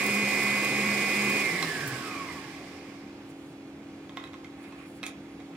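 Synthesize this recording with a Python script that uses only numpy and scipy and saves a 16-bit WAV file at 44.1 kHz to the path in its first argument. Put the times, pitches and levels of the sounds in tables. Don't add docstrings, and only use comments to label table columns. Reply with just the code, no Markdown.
import sys
import numpy as np
from scipy import signal
from scipy.fft import rfft, irfft, next_fast_len
from scipy.io import wavfile
from scipy.ndimage import uniform_filter1d, map_coordinates

SR = 44100
rng = np.random.default_rng(int(sys.argv[2]) if len(sys.argv) > 2 else 0)


def to_linear_factor(level_db):
    exponent = np.asarray(level_db, float) / 20
    return 10 ** exponent


def master_out(mix):
    frames = np.transpose(np.atleast_2d(mix))
    ceiling = np.clip(frames, -1, 1)
    pcm = np.round(ceiling * 32767).astype(np.int16)
    wavfile.write(sys.argv[1], SR, pcm)


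N = 245195
TIME = np.arange(N) / SR
CUT_S, FULL_HZ = 1.42, 205.05
# f/Hz, left-right correlation
DIFFUSE_LIKENESS = [(60, 1.0), (180, 1), (550, 0.83), (1650, 0.45), (4970, -0.68), (15000, 0.31)]


def unit(x):
    return x / np.sqrt(np.mean(x ** 2) + 1e-20)


def along(points, hz):
    f, v = np.transpose(points)
    return np.interp(np.log(hz + 1), np.log(f + 1), v)


def wobble(rate):
    coarse = np.arange(0, N + 64, 64) / SR
    knots = rng.standard_normal(int(N * rate / SR) + 4)
    return np.interp(TIME, coarse, map_coordinates(knots, [coarse * rate]))


def filtered(x, response):
    m = next_fast_len(N + SR // 2)
    return irfft(rfft(x, m) * response(np.fft.rfftfreq(m, 1 / SR)), m)[..., :N]


def resonant(modes):
    def response(f):
        return sum((-1) ** k * to_linear_factor(db) * 1j * f * w / (c * c - f * f + 1j * f * w)
                   for k, (c, w, db) in enumerate(modes))
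    return response


def housing(f):
    # f/Hz, width/Hz, level/dB
    shell_modes = [(60, 60, -32), (139, 16, -2.5), (205, 71, -8), (327, 84, -17), (1106, 44, 1),
                   (1685, 370, -4.5), (2080, 85, -2), (2440, 360, -2), (5070, 500, -41)]
    return np.sqrt(sum(to_linear_factor(db) ** 2 / (1 + (2 * (f - c) / w) ** 2) for c, w, db in shell_modes))


def frame_db(f):
    # f/Hz, width/Hz, level/dB
    frame_modes = [(850, 90, 5), (1020, 120, -5), (1250, 80, 8), (1390, 140, -17), (1870, 70, -13),
                   (2240, 70, 14), (2750, 600, -18)]
    return sum(db / (1 + (2 * (f - c) / w) ** 2) for c, w, db in frame_modes)


def rush(gain, alike, patchy_db):
    z = signal.stft(rng.standard_normal((2, N)), nperseg=512)[2]
    field = uniform_filter1d(rng.standard_normal(z.shape[1:]), size=8, axis=0)
    field = uniform_filter1d(field, size=6, axis=1)
    pair = signal.istft(z * to_linear_factor(patchy_db * unit(field)), nperseg=512)[1][:, :N]

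    def turn(hz):
        return np.arccos(np.clip(along(alike, hz), -1, 1)) / 2

    mid, side = filtered(pair, lambda hz: gain(hz) * [np.cos(turn(hz)), np.sin(turn(hz))])
    return unit(np.array([mid + side, mid - side]))


def placed(pair, balance):
    ear = np.array([[1], [-1]])
    return filtered(pair, lambda hz: to_linear_factor(ear * along(balance, hz) / 2) * np.exp(-2j * np.pi * ear * hz / SR))


def fan():
    # f/Hz, rms level/dB
    hum = [(215, -60.5), (279.5, -47.5), (322, -51.5), (356, -58), (409, -64.5), (521, -66), (780, -68),
           (922, -73), (3380, -75.5), (6700, -79)]
    # f/Hz, density level/dB
    air_colour = [(250, -0.5), (420, -2), (544, -6.5), (783, -7.5), (820, -8), (898, -11.5), (1240, -13),
                  (1980, -17), (2140, -14), (3480, -21), (4500, -23.5), (15900, -42)]
    # f/Hz, density level/dB
    drone_colour = [(15, -72), (25, -57), (59, -21), (109, -27), (135, -0.5), (210, 4), (250, -36),
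                    (320, -26), (550, -120)]
    # f/Hz, left minus right level/dB
    room_balance = [(60, 0), (180, 0), (550, -1.5), (1650, -2.5), (4970, -4.5), (15000, -5)]
    tones = np.zeros(N)
    for hz, db in hum:
        level = to_linear_factor(db + 3 + 0.63 * wobble(6.5))
        tones += level * np.sin(2 * np.pi * hz * TIME + 0.3 * wobble(8) + 6 * rng.random())

    def colour(f):
        both = np.hypot(to_linear_factor(-51 + along(air_colour, f)), to_linear_factor(-62 + 7.0 + along(drone_colour, f)))
        return both * np.clip(f / 62, .4, 1) ** 2.8

    air = to_linear_factor(-48.5 + 0.24 * wobble(2.76)) * rush(colour, DIFFUSE_LIKENESS, patchy_db=1.0)
    return placed(tones + air, room_balance)


def kitchen(x):
    # f/Hz, t60/s
    decay = [(200, 0.51), (2000, 0.31), (12000, 0.11)]
    hz, t, z = signal.stft(rng.standard_normal((2, SR // 2)), SR, nperseg=256)
    z = z * np.array([hz >= 0, np.clip(hz / 1500, 0, 1) ** 2])[..., None]
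    mid, side = signal.istft(z * to_linear_factor(-60 * t / along(decay, hz)[:, None]), SR, nperseg=256)[1]
    tail = np.array([mid + side, mid - side])
    late = np.pad(x, (200, 0))[None]
    return signal.fftconvolve(late, tail / np.linalg.norm(tail[0]), axes=1)[:, :N]


def strokes(rows, rest_db):
    bells = sum(to_linear_factor(db) ** 2 * np.exp(-2 * ((TIME - s) / length) ** 2) for s, length, db in rows)
    return np.sqrt(to_linear_factor(rest_db) ** 2 + bells)


def rustle():
    # middle t/s, length t/s, level/dB
    rubs = [
        (3.66, 0.042, -66),
        (4.2, 0.32, -64),
        (4.65, 0.089, -54.5),
        (4.8, 0.09, -55.5),
        (5.02, 0.067, -65),
        (5.42, .12, -69),
        (5.56, 0.046, -63),
    ]
    # middle t/s, length t/s, level/dB
    brushes = [
        (3.3, 0.039, -67),
        (3.46, 0.096, -69.5),
        (3.69, .02, -74),
        (4.65, 0.061, -67),
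        (4.8, 0.11, -71),
        (4.89, 0.05, -66),
        (4.965, .025, -64),
        (5.46, .04, -77),
    ]
    # f/Hz, level/dB
    cloth = [(4000, -40), (7000, 0), (10500, 2), (12500, -8), (15000, -7.5)]
    age = np.clip(TIME - 5.29, 0, None)
    rise_s, hold_s, t60_s = .012, .12, .45
    held = (1 - np.exp(-age / rise_s)) * to_linear_factor(-70.5 - 60 * np.clip(age - hold_s, 0, None) / t60_s)
    on = np.clip((TIME - 3.1) / 0.057, 0, 1)
    rub = rush(lambda f: housing(f) * (f > 900) * (f < 5500), DIFFUSE_LIKENESS, patchy_db=1.0)
    brush = rush(lambda f: to_linear_factor(along(cloth, f)), DIFFUSE_LIKENESS, patchy_db=1.0)
    squeak = held * to_linear_factor(3 * wobble(40)) * np.sin(2 * np.pi * 10050 * TIME + wobble(60))
    rubbing = strokes(rubs, -66) * to_linear_factor(2.0 * wobble(30)) * rub
    brushing = strokes(brushes, -92) * to_linear_factor(1.5 * wobble(60)) * brush
    return on * (rubbing + brushing + squeak)


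def clacks():
    # t/s, peak level/dB, note f/Hz
    knob = [
        (1.6258, -15.5, 4060),
        (1.6268, -17.5, 5300),
    ]
    lever = [
        (4.1674, -41, 4190),
        (4.239, -34.5, 3900),
        (4.2736, -45, 2540),
    ]
    pawl = [
        (4.1712, -28.5, 2136),
        (4.1994, -41, 2080),
        (4.3328, -42, 2100),
        (4.341, -38.5, 2250),
    ]
    catch = [
        (2.6057, -41, 3300),
        (4.0936, -37, 2600),
        (4.444, -37, 3200),
        (4.4455, -38, 2190),
    ]
    hinge = [
        (4.6394, -44, 2200),
        (4.7227, -43.5, 2580),
        (4.794, -54, 2500),
        (5.2544, -51, 2180),
        (5.4011, -44, 2200),
        (5.5503, -48, 2200),
    ]
    latch = [
        (5.03, -28, 3900),
        (5.0362, -31, 2400),
        (5.0798, -39, 2400),
    ]
    spring = [
        (5.0574, -38, 2100),
        (5.0649, -24.5, 2350),
    ]
    # contacts, low knock level/dB, metal level/dB, bright level/dB, t60/s
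    parts = [(knob, -21, -6, -21.5, 0.024), (lever, -14, 0, -21.5, 0.034), (pawl, -9, 0, -43, 0.045),
             (catch, -15.5, -1.8, -34, 0.023), (hinge, -13, 0, -33, 0.08), (latch, -12.5, 0, -21, .05),
             (spring, -19.5, -1, -12.5, 0.023)]
    # f/Hz, width/Hz, level/dB
    hollow_modes = [(720, 150, -5.5), (1061, 28, 6), (1250, 120, -3.5)]
    # f/Hz, width/Hz, level/dB
    metal_modes = [(1673, 110, -2.5), (2036, 84, 8), (2130, 300, -1), (2530, 94, 3), (3280, 300, -1),
                   (3620, 270, -1.5), (4100, 360, -8), (5600, 350, -10.5), (6600, 480, -14.5)]
    push, t = np.zeros((4, N + SR)), np.arange(SR // 4) / SR
    for hits, knock_db, metal_db, bright_db, t60 in parts:
        gains_db = np.array([[knock_db + 17.5], [metal_db], [bright_db + 1.0], [-7]])
        for s, db, note_hz in hits:
            decays = to_linear_factor(-60 * t / t60) + 1.87 * to_linear_factor(-60 * t / 0.0099)
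            rattle = rng.standard_normal((4, len(t))) * decays
            note = np.sin(2 * np.pi * note_hz * t) * (1 - np.exp(-t / 0.00018))
            rattle[3] = to_linear_factor(-60 * t / (0.74 * t60)) * note
            push[:, round(s * SR):][:, :len(t)] += to_linear_factor(db + gains_db) * rattle

    def crack(f):
        low, high = 1j * f / 4500, f / 11000
        return low ** 2 / (1 + low) ** 2 / (1 + 1j * high - high ** 2) ** 3

    knock, metal, bright, notes = push[:, :N]
    ringing = filtered(knock, resonant(hollow_modes)) + filtered(metal, resonant(metal_modes))
    return ringing + filtered(bright, crack) + notes


def slaps():
    # t/s, peak level/dB, centre f/Hz
    hard = [(0.0374, -25, 10060), (0.0633, -21.5, 13400), (0.1381, -26, 9700), (0.3556, -30, 10800),
            (0.4299, -25, 11200), (0.6459, -24, 9400), (0.8195, -32, 9150), (1.1099, -31, 9400),
            (1.2351, -33, 9800), (1.2985, -27, 10100), (1.3289, -34, 13000), (1.4007, -30, 10400),
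            (1.6856, -35, 10400), (1.8756, -23, 13800)]
    out, t = np.zeros(N + SR), np.arange(SR // 30) / SR
    soft = [(0.7 * u, -38 + 6 * (v - .5), 9700 * (1 + .1 * (w - .5))) for u, v, w in rng.random(size=(12, 3))]
    for s, db, hz in hard + soft:
        grain = uniform_filter1d(rng.standard_normal(len(t)), size=5) * np.sin(2 * np.pi * hz * t)
        envelope = to_linear_factor(db - 5.0 - 60 * t / 0.026) * (1 - np.exp(-t / 0.00078))
        out[round(s * SR):][:len(t)] += envelope * unit(grain)
    return out[:N]


def shaft():
    t = np.clip(TIME - CUT_S, 0, None)
    hunt_hz, period_s, crest_s = .5, .62, .06
    driven = FULL_HZ + hunt_hz * np.cos(2 * np.pi * (np.minimum(TIME, CUT_S) - crest_s) / period_s)
    slip = 7 * (1 - np.exp(-t / .012))
    friction_hz, drag_s = 118, 2.15
    coasting = (driven - slip + friction_hz) * np.exp(-t / drag_s) - friction_hz
    return np.clip(coasting, 0, None)


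def mixer(turns):
    # level/dB at full speed, power of the speed
    layers = [(-32, 1.7), (-29.5, 1.63), (-40.5, 1.72), (-44, 2.31)]
    # f/Hz, density level/dB
    rumble_colour = [(24, -62), (40, -38), (118, -10), (157, -11.5), (199, -19), (248, -4.5), (381, -2.5),
                     (625, -12.5), (760, -7), (900, -18.5), (1170, -77), (1980, -120)]
    # f/Hz, level/dB
    gear_colour = [(500, -34), (800, 3.5), (1500, -4), (2200, 0), (3000, -8.5), (4500, -19)]
    # f/Hz, density level/dB
    whisk_colour = [(1650, -18), (2800, 0.5), (4290, -2.5), (4750, -0.5), (5090, 0.5), (6030, -5.5),
                    (7000, -11), (9100, -25), (15400, -120)]
    # f/Hz, density level/dB
    fizz_colour = [(4500, -33), (7000, 0.5), (8500, 0.5), (10000, -4), (11500, -9), (15200, -10),
                   (15900, -22)]
    # f/Hz, left-right correlation
    near_likeness = [(60, 1.0), (150, 1.0), (380, 0.97), (950, 0.84), (2380, 0.31), (5980, 0.0019),
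                     (15000, 0.04)]
    idle_hz = 13.7
    pace_db = 20 * np.log10((shaft() + idle_hz) / (FULL_HZ + idle_hz))
    rumble_db, gear_db, whisk_db, fizz_db = [db + power * pace_db for db, power in layers]
    off = np.clip((3.6 - TIME) / .5, 0, 1)
    orbit = .5 * np.tanh(wobble(5.56))
    rumble = rush(lambda f: to_linear_factor(along(rumble_colour, f)), near_likeness, patchy_db=1.5)
    rumble = to_linear_factor(rumble_db - 5.0 + .5 * orbit) * rumble
    beat = 1 + 0.16 * np.cos(2 * np.pi * turns) + 0.084 * np.cos(2 * np.pi * turns * .34)
    gears = rush(lambda f: to_linear_factor(along(gear_colour, f)) * housing(f), near_likeness, patchy_db=0.52)
    gears = to_linear_factor(gear_db - 5.0 + orbit) * beat * gears
    spray = 0.82 * wobble(24.56) + 1.4 * wobble(90) + .5 * orbit
    whisk = rush(lambda f: to_linear_factor(along(whisk_colour, f)), near_likeness, patchy_db=0.65)
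    whisk = to_linear_factor(whisk_db + 2.14 + 0.29 * spray) * whisk
    fizz = rush(lambda f: to_linear_factor(along(fizz_colour, f)), near_likeness, patchy_db=-0.4)
    fizz = to_linear_factor(fizz_db + 2.0 + 0.6 * spray) * fizz
    return off * (rumble + gears + whisk + fizz)


def bundle(turns):
    # multiple of the speed, width/Hz, rms level/dB
    sidebands = [(12.1, 300, -29), (22.4, 170, -26)]
    speed = shaft()
    coast = np.clip((TIME - CUT_S) / .03, 0, 1) * np.clip((2.65 - TIME) / .3, 0, 1)
    bands = np.zeros(N)
    for k, width_hz, db in sidebands:
        level = to_linear_factor(db + 3 + .5 * frame_db(k * speed))
        carrier = np.sin(2 * np.pi * k * turns)
        bands += level * unit(wobble(width_hz)) * housing(k * speed) ** 1.6 * carrier
    return coast * (speed / speed[0]) ** 2.4 * bands


def whine():
    multiples = [.64, 1, 1.84, 2.6, 9.65, 10, 10.34, 11, 11.52, 12, 13, 21.6]
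    # rms level/dB powered, level change/dB coasting
    order_levels = [(-53, -6), (-43.5, -1), (-50, -4), (-53, -8), (-51, -8), (-37.5, -12), (-52, -4),
                    (-41.5, 0), (-55, 0), (-39, -7), (-53, 3), (-75, 3)]
    flutter = [2, 1.8, 2, 2, 2.5, 1.6, 2.5, 2, 3, 1.5, 2.2, 2.5]
    speed = shaft()
    turns = np.cumsum(speed) / SR
    steps = np.linspace(0, FULL_HZ, num=400)
    run = slice(0, 3 * SR)
    coast = np.clip((TIME[run] - CUT_S) / 0.025, 0, 1)
    mesh = {11: 5 + frame_db(11 * speed[run]), 21.6: 6 + frame_db(21.6 * speed[run])}
    lap = {1: 3.5 * np.cos(2 * np.pi * 2.85 * (TIME[run] - .17))}
    out = np.zeros(N)
    for k, (db, coast_db), rough_db in zip(multiples, order_levels, flutter):
        shell = np.interp(speed[run], steps, housing(k * steps) / housing(k * FULL_HZ))
        rough = np.tanh(wobble(8)[run]) + (.5 + .8 * coast) * np.tanh(wobble(35)[run])
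        swing = rough_db * rough + lap.get(k, 0)
        jitter = .035 * rough_db * (1 + 1.8 * coast) * wobble(40)[run]
        phase = 2 * np.pi * (k * turns[run] + jitter + rng.random())
        level_db = db + 7.5 + coast * (coast_db + mesh.get(k, 0)) + swing
        out[run] += to_linear_factor(level_db) * shell * np.sin(phase)
    return out * (speed / FULL_HZ) ** 1.67 * np.clip((3.0 - TIME) / 0.24, 0, 1), turns


def scene():
    # f/Hz, left minus right level/dB
    mixer_balance = [(60, 0), (150, 0), (380, -1), (950, -4), (2380, -5.5), (5980, -5.5), (15000, -8.5)]
    tone, turns = whine()
    tone = tone + bundle(turns)
    hits = slaps() + clacks()
    echoes = kitchen(to_linear_factor(-12) * tone + to_linear_factor(-5) * hits)
    near = tone + hits + echoes + mixer(turns) + rustle()
    return placed(near, mixer_balance) + fan()


def roll_off(x):
    return signal.sosfilt(signal.butter(12, 16380, fs=SR, output="sos"), x)


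def record(dry):
    def band(hz):
        return (hz < 15880) * (1j * hz / 50 / (1 + 1j * hz / 50)) ** 2

    mix = filtered(dry, band)
    return roll_off(mix)


dry = scene()
out = record(dry)
master_out(out)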